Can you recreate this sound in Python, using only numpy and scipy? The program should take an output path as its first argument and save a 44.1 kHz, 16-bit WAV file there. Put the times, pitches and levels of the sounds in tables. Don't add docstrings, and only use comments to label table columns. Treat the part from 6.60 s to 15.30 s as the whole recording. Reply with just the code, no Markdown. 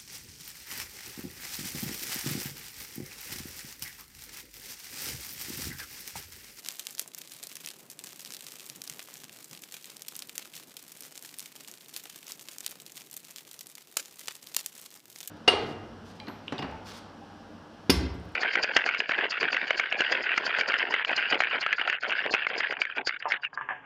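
import sys
import numpy as np
from scipy import signal
from scipy.fft import rfft, irfft, next_fast_len
from scipy.io import wavfile

SR = 44100
rng = np.random.default_rng(int(sys.argv[2]) if len(sys.argv) > 2 else 0)


def store_wav(level_fs):
    pcm = np.round(np.clip(np.atleast_2d(level_fs), -1, 1) * 32767)
    wavfile.write(sys.argv[1], SR, pcm.T.astype(np.int16))


N = 383669
TIME = np.arange(N) / SR
LEAD = 1024
CRACK_Q = 0.29
SCATTER_T60_S = 0.027
BASS_CUT_SHARE = 0.089

# frequency_hz, relative_level_db
ROAR_COLOUR = [(20, -23), (60, -22), (90, -15), (120, -3.5), (170, -0.5), (260, 0), (430, -4), (800, -9.5),
               (1500, -13.5), (4000, -21.5)]
# frequency_hz, gain_db
WOOD_COLOUR = [(60, -10), (200, 18), (500, 10), (900, 3), (1400, 0.5), (2800, 1), (4800, 0), (7500, 1.5),
               (10500, -0.5), (12500, 1), (13900, 3.5), (15500, -3)]


def from_db(db):
    return 10 ** (np.asarray(db) / 20)


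def rms_one(x):
    return x / np.sqrt(np.mean(x ** 2) + 1e-20)


def unit_energy(wave):
    return rms_one(wave) / np.sqrt(len(wave))


def in_time(rows, t):
    return np.interp(t, *np.transpose(rows))


def filtered(x, response):
    size = next_fast_len(len(x) + len(x) // 10)
    hz = np.maximum(np.arange(size // 2 + 1) * SR / size, 1)
    return irfft(rfft(x, size) * response(hz), size)[:len(x)]


def coloured(x, spectrum):
    points, db = np.transpose(spectrum)
    return filtered(x, lambda hz: from_db(np.interp(np.log(hz), np.log(points), db)))


def resonate(x, centre_hz, q):
    return filtered(x, lambda hz: 1 / (1 + 1j * q * (hz / centre_hz - centre_hz / hz)))


def drift(rate_hz):
    wander = filtered(rng.standard_normal(N), lambda hz: 1 / (1 + 1j * hz / rate_hz) ** 2)
    return rms_one(np.tanh(rms_one(wander)))


def swells(rows):
    power = sum(from_db(db) ** 2 * np.exp(-2 * ((TIME - s) / length) ** 2) for s, db, length in rows)
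    return np.sqrt(power)


def snap(x, pitch_hz, q, thin_hz):
    return filtered(resonate(x, pitch_hz, q), lambda hz: 1 / (1 + thin_hz / (1j * hz)) ** 2)


def surroundings(x, grain_db=4.5, dull_hz=9000):
    # after_crack_s, relative_level_db
    echo_curve = [(.003, -15), (.010, 1.5), (.021, 0), (.026, 3), (.032, 6), (.039, -23), (.06, -29),
                  (.1, -14), (.25, -49)]
    t = np.arange(SR // 4) / SR
    strength_db = in_time(echo_curve, t) + grain_db * rng.standard_normal(len(t))
    echoes = rng.standard_normal(len(t)) * from_db(strength_db)
    returned = signal.oaconvolve(x, rms_one(echoes) / np.sqrt(len(t)))[:len(x)]
    return filtered(returned, lambda hz: 1 / (1 + 1j * hz / dull_hz))


def with_echo(wave, echo_db):
    wave = np.r_[wave, np.zeros(SR // 5)]
    return wave + from_db(echo_db) * surroundings(wave)


def add(track, s, wave):
    at = round(s * SR) - LEAD + np.arange(len(wave))
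    inside = (at >= 0) & (at < N)
    track[at[inside]] += wave[inside]


def burst(pitch_hz, scattered, thin_hz, t60=SCATTER_T60_S, grain=0.64, split_db=-5.5, split_s=0.000173,
          variety_db=2.0, ring_db=-4.5, ring_q=3.1):
    direct_q, scatter_pitch_share = 0.94, 0.97
    ground_lag_s, ground_db = 0.0015, -9.5
    scatter_rise_s = 0.00081
    t = np.arange(LEAD) / SR
    scattered = np.clip(scattered, .01, .99)
    click = np.zeros(2 * LEAD)
    click[LEAD] = 1
    second_s, bounce_s = np.array([split_s, ground_lag_s]) * from_db(variety_db * rng.standard_normal(2))
    second = from_db(split_db) * rng.standard_normal()
    steps = filtered(click, lambda hz: (1 + second * np.exp(-2j * np.pi * hz * second_s))
                     * (1 + from_db(ground_db) * np.exp(-2j * np.pi * hz * bounce_s)))
    direct = unit_energy(snap(steps, pitch_hz, direct_q, thin_hz))

    strengths = rng.standard_normal(LEAD) * np.exp(grain * rng.standard_normal(LEAD))
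    paths = strengths * (1 - np.exp(-t / scatter_rise_s)) * from_db(-60 * t / t60)
    delayed = np.r_[np.zeros(LEAD), paths]
    scatter = unit_energy(snap(delayed, pitch_hz * scatter_pitch_share, CRACK_Q, thin_hz))
    wave = np.sqrt(1 - scattered) * direct + np.sqrt(scattered) * scatter

    ring_hz = pitch_hz * 2 ** rng.uniform(-1, 1)
    return unit_energy(wave + from_db(ring_db) * resonate(wave, ring_hz, ring_q))


def blaze(flare_db=-1.0, steady_db=-1.0):
    # time_s, level_db
    steady_curve = [(0.0, -60.0), (0.44, -60), (0.5, -63.5), (0.58, -59.5), (0.9, -59), (1.25, -60.5),
                    (1.4, -60), (2.7, -60), (4.1, -59), (6.0, -59), (6.46, -60), (7.2, -59), (7.8, -58.5),
                    (8.3, -60), (8.38, -64.5), (8.45, -65.5), (8.53, -62), (8.7, -61)]
    # peak_s, level_db, length_s
    sprigs = [(0.093, -46.5, 0.064), (0.18, -52.5, 0.03), (0.285, -50.5, 0.061), (0.41, -47.5, 0.042),
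              (0.592, -51.5, 0.052), (0.757, -53.5, 0.14), (0.91, -50.0, 0.031), (1.02, -54.0, 0.036),
              (1.074, -51.5, 0.062), (1.16, -58, 0.025), (1.205, -58, 0.02), (1.498, -52.5, 0.054),
              (1.621, -51.0, 0.092), (1.761, -54.5, 0.03), (1.864, -53.0, 0.117), (2.08, -54, 0.126),
              (2.29, -48.5, 0.05), (2.405, -50.5, 0.038), (2.533, -55.0, 0.14), (2.733, -55.0, 0.04),
              (2.99, -57.0, 0.14), (3.15, -55.5, 0.078), (3.294, -50.0, 0.044), (3.57, -51.5, 0.036),
              (3.68, -55, 0.025), (3.79, -52.5, 0.083), (3.969, -51, 0.04), (4.025, -55, 0.02),
              (4.195, -52.0, 0.031), (4.38, -55, 0.025), (4.443, -51.0, 0.045), (4.575, -55, 0.022),
              (4.657, -51.0, 0.032), (4.82, -54.5, 0.07), (5.087, -56.5, 0.088), (5.225, -54.5, 0.036),
              (5.369, -46.0, 0.03), (5.5, -52.5, 0.07), (5.625, -55.5, 0.025), (5.696, -48.0, 0.047),
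              (5.925, -52.0, 0.042), (6.087, -51.0, 0.066), (6.275, -55, 0.03), (6.375, -51.5, 0.04),
              (6.535, -53.5, 0.025), (6.683, -55.0, 0.076), (6.782, -53.0, 0.03), (6.933, -54.5, 0.03),
              (7.411, -52.5, 0.061), (7.597, -53.0, 0.03), (7.684, -52.5, 0.135), (8.001, -52, 0.077),
              (8.198, -55.0, 0.095), (8.345, -54.0, 0.03), (8.6, -51.5, 0.075)]
    steady = from_db(in_time(steady_curve, TIME) + steady_db)
    return 20 * np.log10(np.hypot(steady, from_db(flare_db) * swells(sprigs)))


def hiss(blaze_db, level_db=-6.5, flicker_db=4.0):
    # frequency_hz, relative_level_db
    jet_colour = [(200, -22), (700, -8), (1500, 0.5), (2600, 6), (4500, 3.5), (7300, -0.5), (10500, -3.5),
                  (13800, -5), (15500, 2)]
    jets = rms_one(coloured(rng.standard_normal(N), jet_colour))
    return jets * from_db(blaze_db + level_db + flicker_db * drift(54))


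def flames(flutter_db=3.0, follow=0.58, tongue_hz=370, tongue_q=2.1, tongue_db=-8, tongue_flutter_db=3.5):
    # time_s, roar_db
    draught = [(0.0, -69), (0.36, -66.5), (1.2, -61), (2.32, -63), (3.1, -63.5), (3.37, -64.5),
               (3.61, -61.5), (4.2, -64), (5.0, -62.5), (5.9, -64.5), (6.3, -61.5), (6.69, -62.5),
               (7.22, -69.5), (7.9, -66), (8.35, -69), (8.7, -65.5)]
    basket_hz, basket_width_hz, basket_db = 154, 10, -75.5
    draught_db = in_time(draught, TIME)
    median_db = np.median(draught_db)
    swell_db = follow * (draught_db - median_db)
    body, tongues, hum = (coloured(rng.standard_normal(N), ROAR_COLOUR) for _ in range(3))
    body = rms_one(body) * from_db(flutter_db * drift(33))
    tongues = rms_one(resonate(tongues, tongue_hz, tongue_q))
    tongues = tongues * from_db(tongue_db + tongue_flutter_db * drift(13.0))
    hum = rms_one(resonate(hum, basket_hz, basket_hz / basket_width_hz))
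    return (from_db(median_db) * (body + tongues) + from_db(basket_db) * hum) * from_db(swell_db)


def needles(blaze_db, per_s=400, spread_db=21, level_db=-0.04, scattered=0.42, echo_db=-7.5,
            low_hz=2900, high_hz=10000, count=6):
    heat = from_db(blaze_db - np.mean(blaze_db))
    born = rng.random(N) < per_s * heat / SR
    clicks = born * from_db(spread_db * rng.random(N) ** 2) * heat ** 0.019
    band = rng.integers(0, count, N)
    keep = from_db(-60 / (SCATTER_T60_S * SR)) ** 2
    crackle = 0
    for k, pitch_hz in enumerate(np.geomspace(low_hz, high_hz, count)):
        own = clicks * (band == k)
        lingering = signal.lfilter([1 - keep], [1, -keep], own ** 2 + 1e-18)
        scatter = np.sqrt(scattered * lingering) * rng.standard_normal(N)
        paths = np.sqrt(1 - scattered) * own + scatter
        crackle = crackle + snap(paths, pitch_hz, CRACK_Q, BASS_CUT_SHARE * pitch_hz) / np.sqrt(pitch_hz)
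    crackle = from_db(np.mean(blaze_db) + level_db) * rms_one(crackle)
    return crackle + from_db(echo_db) * surroundings(crackle)


def ticks(blaze_db, count=200, size_db=-27.5, spread_db=1.0, follow=0.44, pitch_hz=5200, pitch_octaves=0.7,
          most_scattered=0.81, echo_db=-19.0, crowding=0.65):
    track, heat_db = np.zeros(N), blaze_db - np.mean(blaze_db)
    burnt = np.cumsum(from_db(crowding * heat_db))
    draws = np.c_[rng.random((count, 3)), rng.standard_normal(count)]
    for k, (when, hidden, pitch, size) in enumerate(draws):
        at = np.searchsorted(burnt, burnt[-1] * (k + when) / count)
        own_hz = pitch_hz * 2 ** (pitch_octaves * (2 * pitch - 1))
        wave = burst(own_hz, most_scattered * hidden, BASS_CUT_SHARE * own_hz)
        own_db = size_db + follow * heat_db[at] + spread_db * size
        add(track, at / SR, from_db(own_db) * wave)
    return track + from_db(echo_db) * surroundings(track)


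def cracks(spill_db=-8.5):
    # start_s, size_db, pitch_hz, scattered_share (burst limits it to 0.01-0.99), thin_below_hz
    loud_cracks = [(0.041, -27, 6000, 0.6, 500), (0.0481, -21.0, 3900.0, 0, 300.0),
                   (0.0615, -14.5, 3040, 0.3, 500.0), (0.0871, -6.5, 4600, 0.03, 800.0),
                   (0.107, -19.5, 4500.0, 0.0, 150.0), (0.1162, -21, 4800.0, 0.1, 300.0),
                   (0.1229, -20.5, 10300.0, 0.0, 500.0), (0.169, -25.5, 5700, 0.3, 500),
                   (0.195, -9, 4350, 0.56, 1700.0), (0.2533, -24.5, 5100.0, 0, 800.0),
                   (0.2692, -9, 4700, 0.0, 800.0), (0.308, -18.5, 6200.0, 0.5, 800.0),
                   (0.3505, -19.5, 5400.0, 0.0, 500.0), (0.382, -16.5, 3700.0, 0.0, 500.0),
                   (0.3886, -20, 6200.0, 0.2, 300.0), (0.3955, -2.5, 5900, 0.07, 500.0),
                   (0.4147, -17.5, 7500.0, 0.6, 800.0), (0.4773, -19, 6700, 0.25, 150.0),
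                   (0.538, -28, 5400.0, 0.5, 300.0), (0.5478, -14.5, 7000.0, 0.08, 300.0),
                   (0.584, -14.5, 11000.0, 0.5, 500.0), (0.6168, -17, 4520, 0.2, 1200.0),
                   (0.675, -23, 5400.0, 0.2, 300.0), (0.7194, -18, 5140, 0.5, 1200.0),
                   (0.7363, -21, 6200.0, 0.3, 300.0), (0.7659, -25, 6700, 0.5, 500),
                   (0.8292, -16, 5440, 0.5, 300.0), (0.8371, -14.5, 6340, 0.2, 500.0),
                   (0.8707, -15.5, 7960, 0.15, 150.0), (0.9163, -22, 2500.0, 0, 2400.0),
                   (0.9276, -23, 7800, 0.1, 500), (0.9553, -14.5, 7400, 0.34, 300.0),
                   (0.968, -16, 5040, 0.3, 500.0), (1.048, -20, 2500.0, 0.0, 1700.0),
                   (1.0611, -12.5, 6600.0, 0.0, 500.0), (1.0732, -14.5, 2450, 0.56, 800.0),
                   (1.0875, -14.5, 5400.0, 0.0, 500.0), (1.104, -18.0, 5400.0, 0, 500.0),
                   (1.1136, -22.5, 3900.0, 0.2, 150.0), (1.3004, -17.5, 7900, 0.6, 300.0),
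                   (1.3153, -21, 8500.0, 0.2, 1200.0), (1.3914, -16, 5860, 0.3, 300.0),
                   (1.4395, -14.5, 5400, 0.7, 150.0), (1.4607, -22, 5800.0, 0.7, 300.0),
                   (1.4711, -19.5, 4200.0, 0.2, 500.0), (1.491, -24, 6300, 0.3, 500),
                   (1.531, -23.5, 3000.0, 0, 300.0), (1.5944, -18, 5760, 0.6, 300.0),
                   (1.6064, -21, 8000.0, 0.1, 800.0), (1.6494, -17, 4200.0, 0.0, 1200.0),
                   (1.6598, -19, 3900.0, 0.4, 500.0), (1.6751, -22.0, 4500.0, 0.2, 500.0),
                   (1.7057, -18.5, 3200.0, 0.03, 500.0), (1.7226, -17, 5040, 0.13, 300.0),
                   (1.7373, -15, 6200.0, 0.4, 500.0), (1.7469, -16.5, 4500.0, 0.3, 800.0),
                   (1.7676, -17.5, 5100.0, 0.14, 800.0), (1.808, -19.5, 5400.0, 0.05, 500.0),
                   (1.8433, -25, 8500, 0.1, 500), (1.867, -16.5, 4200.0, 0.3, 800.0),
                   (1.885, -20.5, 3700.0, 0.4, 500.0), (1.92, -19, 6580, 0.5, 300.0),
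                   (1.956, -21, 3500.0, 0.6, 300.0), (1.9973, -20, 4200.0, 0.16, 800.0),
                   (2.0063, -22, 4800.0, 0.1, 500.0), (2.0573, -25, 9700.0, 0.2, 500.0),
                   (2.0644, -23, 7000.0, 0, 2400.0), (2.099, -14, 4360, 0.06, 1700.0),
                   (2.161, -21.5, 6600.0, 0.3, 500.0), (2.2185, -14, 4540, 0, 1700.0),
                   (2.2388, -17.5, 9100.0, 0.8, 150.0), (2.2766, -16, 5360, 0, 300.0),
                   (2.298, -11, 5800.0, 0.2, 500.0), (2.325, -23.5, 3700.0, 0.3, 500.0),
                   (2.3939, -15, 2820, 0.3, 300.0), (2.4033, -22, 3500.0, 0, 150.0),
                   (2.4274, -22.5, 7500.0, 0.1, 500.0), (2.5403, -19.5, 8500.0, 0.1, 800.0),
                   (2.5556, -24, 3220, 0.04, 500.0), (2.57, -23, 6600.0, 0.4, 150.0),
                   (2.6358, -22.5, 2800.0, 0.5, 300.0), (2.6425, -20, 4500.0, 0.05, 149.6),
                   (2.6513, -29, 4210, 0.1, 300.0), (2.6952, -22.5, 2850, 0.16, 300.0),
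                   (2.828, -25.5, 6950, 0.2, 150.0), (2.8442, -19.5, 6700, 0.5, 500.0),
                   (2.9122, -25, 5800, 0.2, 500), (2.9316, -19.5, 3500.0, 0.4, 150.0),
                   (2.95, -22.5, 3200.0, 0.28, 300.0), (2.975, -24, 4230, 0.1, 300.0),
                   (3.021, -22, 7500.0, 0.3, 800.0), (3.037, -18.5, 2800.0, 0.36, 1190),
                   (3.123, -17.5, 6640, 0.4, 500.0), (3.1413, -14.5, 4240, 0.76, 800.0),
                   (3.1672, -20, 2800.0, 0.54, 800.0), (3.2438, -19.5, 4550, 0.3, 800.0),
                   (3.2566, -22, 7000.0, 0.0, 500.0), (3.3016, -21.5, 4500.0, 0.05, 800.0),
                   (3.368, -19.5, 4670, 0.1, 500.0), (3.421, -15.5, 6700, 0.07, 800.0),
                   (3.4826, -10.5, 4360, 0.89, 1700.0), (3.5542, -17.5, 4200.0, 0.2, 800.0),
                   (3.565, -13, 11000.0, 0.06, 500.0), (3.592, -13, 7000.0, 0.2, 300.0),
                   (3.6226, -13.5, 4570, 0.13, 800.0), (3.6951, -16, 4180, 0.15, 300.0),
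                   (3.7562, -18, 5800.0, 0.7, 500.0), (3.78, -7, 5500, 0.04, 500.0),
                   (3.792, -19.5, 2500.0, 1.1, 300.0), (3.8255, -23, 3500.0, 0.4, 800.0),
                   (3.9385, -23.0, 3200.0, 0.2, 1200.0), (3.9524, -18.5, 5100.0, 0.7, 1700.0),
                   (3.9645, -17, 5800.0, 0.65, 800.0), (3.9768, -22, 4200.0, 0.5, 500.0),
                   (4.1682, -15, 6370, 0.4, 800.0), (4.2275, -24, 11000.0, 0.0, 300.0),
                   (4.2804, -25, 5800.0, 0.2, 150.0), (4.3186, -19, 8500.0, 0.9, 300.0),
                   (4.407, -17, 7400, 0.3, 300.0), (4.424, -24, 6600.0, 0, 500.0),
                   (4.4346, -23, 3900.0, 0.2, 150.0), (4.4576, -25, 6700, 0.6, 500),
                   (4.4657, -25, 7500, 0.6, 800), (4.5552, -22.5, 3500.0, 0.3, 500.0),
                   (4.5773, -16.5, 4460, 0.14, 300.0), (4.6248, -19.5, 6600.0, 0.3, 300.0),
                   (4.6489, -20.5, 3530, 0.5, 300.0), (4.6589, -23, 5400.0, 0.4, 800.0),
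                   (4.692, -23, 3700.0, 0.16, 300.0), (4.7416, -21, 3520, 0.5, 800.0),
                   (4.7867, -13, 10200, 0.05, 300.0), (4.7949, -13.5, 5800.0, 0.1, 800.0),
                   (4.8042, -17, 6600.0, 0.04, 300.0), (4.8261, -23, 7500.0, 0.4, 300.0),
                   (4.8588, -18.0, 3840, 0.54, 500.0), (4.962, -20.5, 5100.0, 0.6, 800.0),
                   (5.007, -21, 3900.0, 0.7, 300.0), (5.0474, -25, 3700.0, 0.1, 800.0),
                   (5.0764, -23.0, 3900.0, 0.0, 300.0), (5.0835, -20.5, 3700.0, 0.6, 300.0),
                   (5.1145, -20.5, 6150, 0.06, 2400.0), (5.1393, -22.5, 4100, 0.3, 500),
                   (5.2839, -24, 8000.0, 0.7, 500.0), (5.34, -18, 4200.0, 0.7, 800.0),
                   (5.3643, -9.5, 6300, 0.2, 300.0), (5.373, -18.0, 8500.0, 0.5, 2400.0),
                   (5.3971, -22, 4500.0, 0.6, 800.0), (5.4375, -20, 9100.0, 0.7, 300.0),
                   (5.4556, -21.5, 3620, 0.5, 500), (5.4978, -18.5, 4200.0, 0.7, 500.0),
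                   (5.5588, -18.5, 5400.0, 0.94, 500.0), (5.6683, -22, 5070, 0.0, 1200.0),
                   (5.681, -20, 5100.0, 0, 500.0), (5.7035, -24, 6200.0, 0.7, 300.0),
                   (5.7088, -20, 4200.0, 0.5, 500.0), (5.7202, -12.5, 5840, 0.17, 500.0),
                   (5.7947, -22, 4500.0, 0.3, 500.0), (5.8113, -23, 4200.0, 0.5, 150.0),
                   (5.8238, -26, 8000.0, 0.1, 500.0), (5.8863, -15.5, 2970, 0.23, 1200.0),
                   (5.9136, -23, 5600, 0.4, 500), (5.9183, -29, 6200, 0.2, 500),
                   (5.9843, -14.5, 7000.0, 0.0, 300.0), (6.0061, -15, 6200.0, 0, 300.0),
                   (6.0389, -37, 5500, 0.2, 500), (6.0457, -20, 3500.0, 0.4, 500.0),
                   (6.064, -5, 6560, 0, 500.0), (6.079, -19, 4500.0, 0.0, 500.0),
                   (6.0978, -24, 6500, 0.3, 500), (6.1109, -17.5, 11000.0, 0.1, 150.0),
                   (6.1157, -21, 3900.0, 0.4, 300.0), (6.2007, -22, 5400.0, 0.4, 800.0),
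                   (6.22, -25.5, 6600.0, 0, 300.0), (6.2644, -19.5, 5240, 0.08, 300.0),
                   (6.32, -22, 8000.0, 0.5, 500.0), (6.37, -19.5, 4200.0, 0.7, 800.0),
                   (6.3769, -18.5, 3920, 0.3, 800.0), (6.4088, -24, 3200.0, 0.2, 500.0),
                   (6.4188, -23.5, 3500.0, 0.1, 500.0), (6.513, -21, 7460, 0.1, 1700.0),
                   (6.5302, -22, 6000, 0, 500), (6.541, -18, 7500.0, 0.3, 800.0),
                   (6.5668, -13.5, 8500.0, 0.17, 1200.0), (6.5747, -19, 8000.0, 0.4, 500.0),
                   (6.6497, -23.5, 5800.0, 0.2, 300.0), (6.7091, -22.0, 7000.0, 0.3, 300.0),
                   (6.7612, -16.5, 4800.0, 0.13, 500.0), (6.784, -19, 3900.0, 0.1, 500.0),
                   (6.7913, -27, 3900.0, 0.2, 300.0), (6.9135, -20.5, 5360, 0.1, 500.0),
                   (6.932, -25, 10300.0, 0.1, 500.0), (6.992, -18.0, 6200.0, 0.24, 300.0),
                   (7.0092, -15.5, 6600.0, 0.54, 150.0), (7.0697, -20, 7840, 0.17, 500.0),
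                   (7.0992, -26.5, 6600.0, 0.5, 300.0), (7.1533, -18.5, 7000.0, 0.3, 1200.0),
                   (7.181, -22.5, 2770, 0.5, 300.0), (7.4578, -21.5, 5100.0, 0.0, 500.0),
                   (7.594, -18, 7950, 0.3, 500.0), (7.607, -25, 6200, 0.5, 500),
                   (7.674, -19, 5100.0, 0.2, 300.0), (7.723, -25, 6400, 0, 500),
                   (7.7538, -20.5, 7000.0, 0.0, 500.0), (7.8283, -23, 5100.0, 0.3, 500.0),
                   (7.8712, -19, 5300, 0.1, 150.0), (7.9421, -23, 5100.0, 0.4, 150.0),
                   (7.9467, -10.5, 5350, 0.12, 500.0), (8.0033, -18, 7500, 0.2, 500),
                   (8.01, -19, 4500.0, 0.1, 1200.0), (8.0618, -6.5, 5800.0, 0.16, 1200.0),
                   (8.152, -23, 8500.0, 0.6, 150.0), (8.179, -22, 8500.0, 0.3, 300.0),
                   (8.2154, -22.5, 11000.0, 0.0, 297), (8.2612, -19.5, 4560, 0.5, 500.0),
                   (8.3416, -26, 6230, 0.0, 300.0), (8.5, -23.5, 6600.0, 0.8, 500.0),
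                   (8.5603, -20, 3200.0, 0.15, 800.0), (8.586, -24, 6800, 0.1, 500),
                   (8.605, -16.5, 4470, 0.0, 1700.0), (8.6102, -18, 4200.0, 0.5, 300.0),
                   (8.6303, -18, 4500.0, 0.5, 300.0), (8.6754, -8, 11100, 0.64, 1200.0)]
    track = np.zeros(N)
    for s, size_db, pitch_hz, scattered, thin_hz in loud_cracks:
        echo_db = spill_db + 10 * np.log10(abs(scattered) + 1e-6)
        wave = burst(pitch_hz, scattered, thin_hz)
        add(track, s, from_db(size_db) * with_echo(wave, echo_db))
    return track


def embers(q=0.72, t60=0.012):
    # start_s, size_db, pitch_hz
    sap_pops = [(.46, -28, 1050), (2.42, -27, 1450), (2.486, -26.5, 1050), (3.361, -31, 900),
                (3.522, -27.5, 850), (3.855, -30, 1200), (4.0, -30, 1250), (4.65, -26, 1300),
                (5.458, -27, 750), (5.7, -24, 1350), (5.963, -32, 1000), (6.125, -28.5, 900),
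                (6.156, -27, 850)]
    track, t = np.zeros(N), np.arange(LEAD) / SR
    for s, size_db, pitch_hz in sap_pops:
        escape = np.r_[np.zeros(LEAD), rng.standard_normal(LEAD) * from_db(-60 * t / t60)]
        add(track, s, from_db(size_db) * unit_energy(resonate(escape, pitch_hz, q)))
    return track


def puffs(waver=0.13, breadth_db=-3.0, swing_db=-1.0):
    # peak_s, level_db, length_s, mean_pitch_hz
    gas_pockets = [(2.112, -57, 0.018, 162.4), (2.174, -61, 0.04, 155), (2.314, -55.5, 0.016, 168),
                   (2.56, -63, 0.025, 159.7), (2.647, -56.5, 0.012, 168), (2.922, -52, 0.011, 175.4),
                   (2.95, -55, 0.008, 185)]
    turbulence = from_db(breadth_db) * rms_one(coloured(rng.standard_normal(N), ROAR_COLOUR))
    mean_hz = in_time([(s, hz) for s, _, _, hz in gas_pockets], TIME)
    pitch_hz = mean_hz * (1 + waver * drift(59.0))
    swing = from_db(swing_db) * rms_one(np.sin(2 * np.pi * np.cumsum(pitch_hz) / SR))
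    return swells([row[:3] for row in gas_pockets]) * (swing + turbulence)


def knock(tilt_db, bass_cut_hz=300, variety_db=1):
    # frequency_hz, relative_level_db, t60_s
    basket_modes = [(410, -8.5, 0.012), (600, -4, 0.011), (1000, -4, 0.008), (1330, 6.5, 0.017),
                    (1930, 1.5, 0.015), (2600, 0, 0.008)]
    t = np.maximum(np.arange(-LEAD, LEAD), 0) / SR
    wave = np.zeros(2 * LEAD)
    for hz, db, t60 in basket_modes:
        struck_db = db + tilt_db * np.log2(hz) + rng.normal(0, variety_db)
        wave += from_db(struck_db - 60 * t / t60) * np.sin(2 * np.pi * hz * t)
    return unit_energy(signal.sosfilt(signal.butter(2, bass_cut_hz, "high", fs=SR, output="sos"), wave))


def pops(thin_hz=580, slap_hz=2000, slap_q=0.91, slap_low_hz=1000):
    # start_s, size_db, pitch_hz, scattered_share,
    # splintering_t60_s, knock_db, knock_tilt_db_per_octave, echo_db, dull_above_hz
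    splits = [(7.3692, 1.8, 4920, 0.9, 0.021, -10.5, -2, -8.5, 16000),
              (7.6827, -5, 2970, 0.38, 0.02, -12, 2, -11, 9400),
              (7.965, 3, 6160, 0.65, 0.015, -15, 0, -10.5, 20000)]
    # after_pop_s, relative_to_echo_db
    slap_returns = [(0.026, 0), (0.0317, -7.5)]
    track = np.zeros(N)
    small_surface = signal.butter(2, slap_low_hz, "high", fs=SR, output="sos")
    for s, size_db, pitch_hz, scattered, t60, knock_db, tilt_db, echo_db, dull_hz in splits:
        crack = burst(pitch_hz, scattered, thin_hz, t60, grain=0.34, split_db=-37.0, ring_db=-9.0)
        crack = coloured(crack, WOOD_COLOUR)
        crack = filtered(crack, lambda hz: 1 / np.sqrt(1 + (hz / dull_hz) ** 6))
        wave = from_db(size_db) * crack + from_db(knock_db) * knock(tilt_db)
        add(track, s, with_echo(wave, echo_db))
        slap = signal.sosfilt(small_surface, resonate(wave, slap_hz, slap_q))
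        for lag_s, slap_db in slap_returns:
            add(track, s + lag_s, from_db(echo_db + slap_db) * slap)
    return track


def scene():
    blaze_db = blaze()
    crackling = coloured(cracks() + ticks(blaze_db) + needles(blaze_db), WOOD_COLOUR)
    return (pops() + embers() + crackling + hiss(blaze_db) + flames() + puffs())[None]


def record(dry, cutoff_hz=15400):
    return np.array([filtered(x, lambda hz: 1 / np.sqrt(1 + (hz / cutoff_hz) ** 160)) for x in dry])


dry = scene()
out = record(dry)
store_wav(out)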